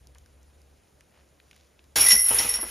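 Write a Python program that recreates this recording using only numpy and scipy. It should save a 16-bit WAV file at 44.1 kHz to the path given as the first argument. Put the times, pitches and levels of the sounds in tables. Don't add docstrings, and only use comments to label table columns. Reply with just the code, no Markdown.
import sys
import numpy as np
from scipy import signal
from scipy.fft import rfft, irfft, next_fast_len
from scipy.io import wavfile

SR = 44100
rng = np.random.default_rng(int(sys.argv[2]) if len(sys.argv) > 2 else 0)


def bounce(signal):
    frames = np.transpose(np.atleast_2d(signal))
    limited = np.clip(frames, -1, 1)
    pcm = np.round(limited * 32767).astype(np.int16)
    wavfile.write(sys.argv[1], SR, pcm)


N = 119070
HIT_S = 1.9575
CONTACTS_PER_S = 2300

# (time [s], crack [dB], low ring [dB], middle ring [dB], high ring [dB])
LINK_CLASHES = [(1.9591, -19.5, -53, -26.5, -30), (2.0064, -17.5, -50, -24, -13.5),
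                (2.0641, -19.5, -23.5, -25, -18), (2.083, -19, -28, -20, -20),
                (2.1046, -15, -19, -14.5, -18.5), (2.1173, -15, -27, -21.5, -12),
                (2.155, -42, -34.5, -21, -30), (2.2884, -30, -35, -31, -18), (2.3864, -19.5, -34, -20, -22),
                (2.4908, -33, -38, -31, -26.5), (2.5392, -33, -42, -27, -26.5),
                (2.6124, -46, -50, -42, -27)]


def amp(db):
    return 10 ** (np.asarray(db) / 20)


def rms_one(x):
    return x / np.sqrt(np.mean(x ** 2) + 1e-20)


def in_time(rows):
    s, *columns = np.transpose(rows)
    return [np.interp(np.arange(N) / SR, s, c) for c in columns]


def at_hz(points, hz):
    point_hz, values = np.transpose(points)
    return np.interp(np.log(hz), np.log(point_hz), values)


def drift(rate_hz):
    r = np.exp(-80 * np.pi * rate_hz / SR)
    slow = signal.lfilter([1], [1, -2 * r, r * r], rng.standard_normal(N // 40 + 2002))[2000:]
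    return np.interp(np.arange(N) / 40, np.arange(len(slow)), rms_one(slow))


def ring(feed, hz, t60):
    r, w = amp(-60 / (t60 * SR)), 2 * np.pi * hz / SR
    return signal.lfilter([0, np.sin(w)], [1, -2 * r * np.cos(w), r * r], feed + 1e-18)


def band(x, low_hz, high_hz):
    sos = signal.butter(2, [low_hz, min(high_hz, .45 * SR)], "band", fs=SR, output="sos")
    return signal.sosfilt(sos, x)


def bands(pair, spectrum, flicker_db):
    edges = 25 * 2 ** (np.arange(29) / 3)
    for k, (low, high) in enumerate(zip(edges, edges[1:])):
        hz = np.sqrt(low * high)
        yield hz, band(pair[k % 2], low, high) * amp(at_hz(spectrum, hz) + flicker_db * drift(15))


def clicks(per_s, spread_db, size=N):
    sizes = amp(spread_db * np.minimum(rng.exponential(1, size), 4)) * np.sign(rng.random(size) - .5)
    return sizes * (rng.random(size) < per_s / SR)


def bursts(times, levels_db, t60):
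    starts = np.zeros(N)
    starts[(np.array(times) * SR).astype(int)] = amp(levels_db)
    decay = signal.lfilter([1], [1, -amp(-60 / (t60 * SR))], starts + 1e-18)
    return decay * rng.standard_normal(N) + 2 * starts


def forest_air():
    # (frequency [Hz], relative density [dB])
    colour = [(30, 0), (70, 2.5), (140, 3), (250, 0.5), (600, 1), (1050, -8.5), (2500, -11.5),
              (4300, -15.5), (7000, -14.5), (10300, -11), (11500, -21), (16000, -29)]
    # (frequency [Hz], likeness [0-1])
    likeness = [(60, 0.8), (300, 0.79), (800, 0), (1400, 0.84), (2000, 1), (12000, 0.91)]
    out = 0
    for hz, (mid, side) in bands(rng.standard_normal((2, 2, N)), colour, flicker_db=.9):
        alike = np.clip(at_hz(likeness, hz), 0, 1)
        out = out + np.sqrt(1 + alike) * mid + np.sqrt(1 - alike) * side * [[1], [-1]]
    return amp(-63) * rms_one(out)


def low_hum(hz=69.9, t60=3.9 / 7.4, octave_db=-16.5, pan_db=.2):
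    # (time [s], level [dB])
    fader = [(0.0, -51), (.6, -60), (1.75, -68.5), (1.86, -57.5), (2.7, -54)]
    level_db, = in_time(fader)
    root, octave = (rms_one(ring(rng.standard_normal(N), k * hz, t60)) for k in (1, 2))
    return amp(level_db) * (root + amp(octave_db) * octave) * amp([[pan_db], [-pan_db]])


def ticks_and_rustles(t60=.016, width_hz=1210):
    # (time [s], level [dB], pitch [Hz], treble [dB])
    ticks = [(0.0713, -46, 5740, -43), (0.1487, -46.5, 2840, -44), (0.184, -47.5, 3080, -43),
             (0.2605, -45.5, 1610, -48.5), (0.43, -47, 6600, -51), (0.6174, -51, 2610, -48),
             (1.008, -41.5, 2040, -44.5), (1.4001, -38, 2200, -58), (1.512, -37, 2230, -43.5),
             (1.5303, -38.5, 1990, -66), (1.5636, -40.5, 2420, -46.5), (1.7924, -40, 2700, -68),
             (1.8409, -46.5, 2560, -49)]
    # (centre [s], half length [s], level [dB], low edge [Hz], high edge [Hz])
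    rustles = [(0.16, 0.012, -61.5, 700, 2000), (1.18, 0.062, -65.5, 250, 2800),
               (1.56, .12, -67, 1500, 7000)]
    out = amp(-56) * band(clicks(per_s=60, spread_db=3), 4000, 10000)
    for s, db, hz, treble_db in ticks:
        out += band(bursts([s], db, t60), hz - width_hz / 2, hz + width_hz)
        out += band(bursts([s], treble_db, t60 / 2), 4400, 10300)
    for s, half_s, db, low_hz, high_hz in rustles:
        swell = np.exp(-((np.arange(N) / SR - s) / half_s) ** 2)
        out += amp(db) * swell * rms_one(band(clicks(CONTACTS_PER_S, spread_db=5.7), low_hz, high_hz))
    return out


def clatter(colour, level_db):
    grains = [rms_one(clicks(CONTACTS_PER_S, spread_db=3.5)) + .87 * rng.standard_normal(N)
              for _ in range(2)]
    return amp(level_db) * rms_one(sum(x for _, x in bands(grains, colour, flicker_db=1)))


def link_ring(modes, rattle_db, clash_db, count=4, clash_t60=.013):
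    start = int(HIT_S * SR)
    clashes = bursts(np.array(LINK_CLASHES)[:, 0], clash_db, clash_t60)
    runs = abs(clashes[start:]) * 2 / np.sqrt(clash_t60 * SR)
    rings = 0
    for hz, db, t60, spread_hz in modes:
        for detune in np.linspace(-1, 1, count) + rng.normal(0, .34, count):
            touches = clicks(per_s=250, spread_db=2.5, size=N - start)
            feed = [touches, touches * amp(rattle_db[start:]), runs * rng.standard_normal(N - start)]
            rings = rings + ring(amp(db) * np.array(feed), hz + spread_hz * detune, t60)
    steady, rattled, struck = rings
    return np.pad(rattled / np.std(steady) + struck, (start, 0))


def chains():
    # (time [s], clatter [dB], bright clatter [dB], low ring [dB],
    # middle ring [dB], high ring [dB])
    rattle = [(1.958, -26.5, -29, -63, -42, -44), (1.968, -25.5, -23, -42, -30.5, -22.5),
              (2.002, -26.5, -29, -42.5, -29.5, -20), (2.124, -36, -28, -29, -18.5, -19),
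              (2.168, -38, -35, -36, -28.5, -18.5), (2.226, -46, -43, -48, -33, -20),
              (2.362, -33, -30.5, -47.5, -50.5, -22.5), (2.4, -32, -33.5, -46, -26.5, -25.5),
              (2.53, -39.5, -40.5, -64, -56, -29.5), (2.542, -34.5, -34.5, -48, -44, -28),
              (2.6, -46.5, -58, -53, -54, -37.5), (2.614, -44.5, -54, -53, -54, -24.5),
              (2.636, -50.5, -54, -52.5, -52, -42), (2.7, -42.5, -46, -64, -53, -35)]
    # (frequency [Hz], relative density [dB])
    body_colour = [(150, -7), (500, -5), (1500, -1.5), (3000, 1), (4000, -4), (6500, -6.5), (9000, -9),
                   (16000, -31)]
    bright_colour = [(4000, -24), (7500, 2.5), (9500, 1.5), (12500, 0), (13500, -2), (16000, -2.5)]
    # (pitch [Hz], gain [dB], t60 [s], spread between links [Hz])
    low_modes = [(1953, 0, .11, 9), (2021, -4, .26, 4)]
    middle_modes = [(5455, -8, .16, 12), (5535, -2, .21, 8), (5590, -1, .12, 15), (5695, -5, .17, 12),
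                    (5850, -11, .15, 20)]
    high_modes = [(10420, -5, .1, 60), (10535, 0, .13, 40), (10640, -1, .12, 50), (10800, -11, .1, 80),
                  (11250, -6, .12, 70), (11450, -13, .1, 40), (12120, -15, .1, 80), (8750, -23, .1, 60)]
    levels = np.where(np.arange(N) >= HIT_S * SR, in_time(rattle), -200)
    body_db, bright_db, low_db, middle_db, high_db = levels
    times, crack_db, low_clash_db, middle_clash_db, high_clash_db = np.transpose(LINK_CLASHES)
    contacts = clatter(body_colour, body_db) + clatter(bright_colour, bright_db)
    cracks = band(bursts(times, crack_db, t60=.098), 1920, 10000)
    return (contacts + cracks
            + link_ring(low_modes, low_db, low_clash_db)
            + link_ring(middle_modes, middle_db, middle_clash_db)
            + link_ring(high_modes, high_db, high_clash_db))


def disc_knocks():
    # (time [s], level [dB], tone [Hz], tone level [dB], blow on the frame [dB])
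    knocks = [(1.96, -24.5, 1603, -28, -23.5), (2.006, -28, 72, -36, -28.5),
              (2.129, -26.5, 205.7, -33, -35), (2.16, -55, 48, -34.5, -44), (2.307, -19, 256.4, -36, -19.5),
              (2.399, -24.5, 375, -50, -22.5), (2.449, -28.5, 236, -43.5, -26.5),
              (2.587, -28, 225, -43, -45), (2.628, -26, 358, -44, -45)]
    times, knock_db, tone_hz, tone_db, blow_db = np.transpose(knocks)
    onsets = (times * SR).astype(int)
    out = band(bursts(times, knock_db, t60=.17), 196, 1500)
    for i, hz, db in zip(onsets, tone_hz, tone_db):
        out[i:] += ring(amp(db) * signal.unit_impulse(N - i), hz, t60=.14)
    return out + frame_hum(onsets, blow_db)


def frame_hum(onsets, blow_db):
    # (pitch [Hz], gain [dB], t60 [s])
    modes = [(49.5, -22, 2.3), (106.4, -23, 0.34), (392, -22, 0.33), (478, -17.5, 0.72), (575, -17, 0.11),
             (814, -17, 0.3), (915, -17.5, 0.16), (1292, -20, 0.28), (2520, -20, 0.48), (2912, -20.5, .26),
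             (3090, -16, .22)]
    out = 0
    for hz, mode_db, t60 in modes:
        strength = amp(blow_db + mode_db + rng.normal(0, 2, len(onsets)))
        blows = np.zeros(N)
        blows[onsets] = strength * rng.choice([-1, 1], len(onsets))
        out = out + ring(blows, hz, t60)
    return out


def echo(source, delay_s=.01, gain_db=-39):
    tails = np.array([band(bursts([delay_s], gain_db, t60=.079), 85, 650)[:SR // 5] for _ in "lr"])
    return signal.fftconvolve(tails, source[None], axes=1)[:, :N]


def scene():
    basket = chains() + disc_knocks()
    return basket + echo(basket) + ticks_and_rustles() + low_hum() + forest_air()


def record(dry, ceiling=.85, low_cut_hz=39, high_cut_hz=15720):
    # (frequency [Hz], phase [rad])
    port_phase = [(90, .22), (200, 0), (2400, 0), (3250, .55), (4000, .05), (6750, .05), (7300, 1.4),
                  (7850, np.pi), (8700, np.pi), (9250, 1.7), (10000, .8), (10800, .65), (11400, 0),
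                  (13400, 0), (14100, 1.1), (16000, 2.6)]
    size = next_fast_len(N + 2048)
    half_shift = np.exp(.5j * at_hz(port_phase, np.fft.rfftfreq(size, 1 / SR) + 1))
    ports = irfft(rfft(dry, size) * np.array([half_shift, half_shift.conj()]), size)[:, :N]
    rounded = ceiling * np.tanh(ports / ceiling)
    low_cut = signal.butter(2, low_cut_hz, "high", fs=SR, output="sos")
    high_cut = signal.ellip(12, .5, 80, high_cut_hz, fs=SR, output="sos")
    return signal.sosfilt(high_cut, signal.sosfilt(low_cut, rounded))


dry = scene()
out = record(dry)
bounce(out)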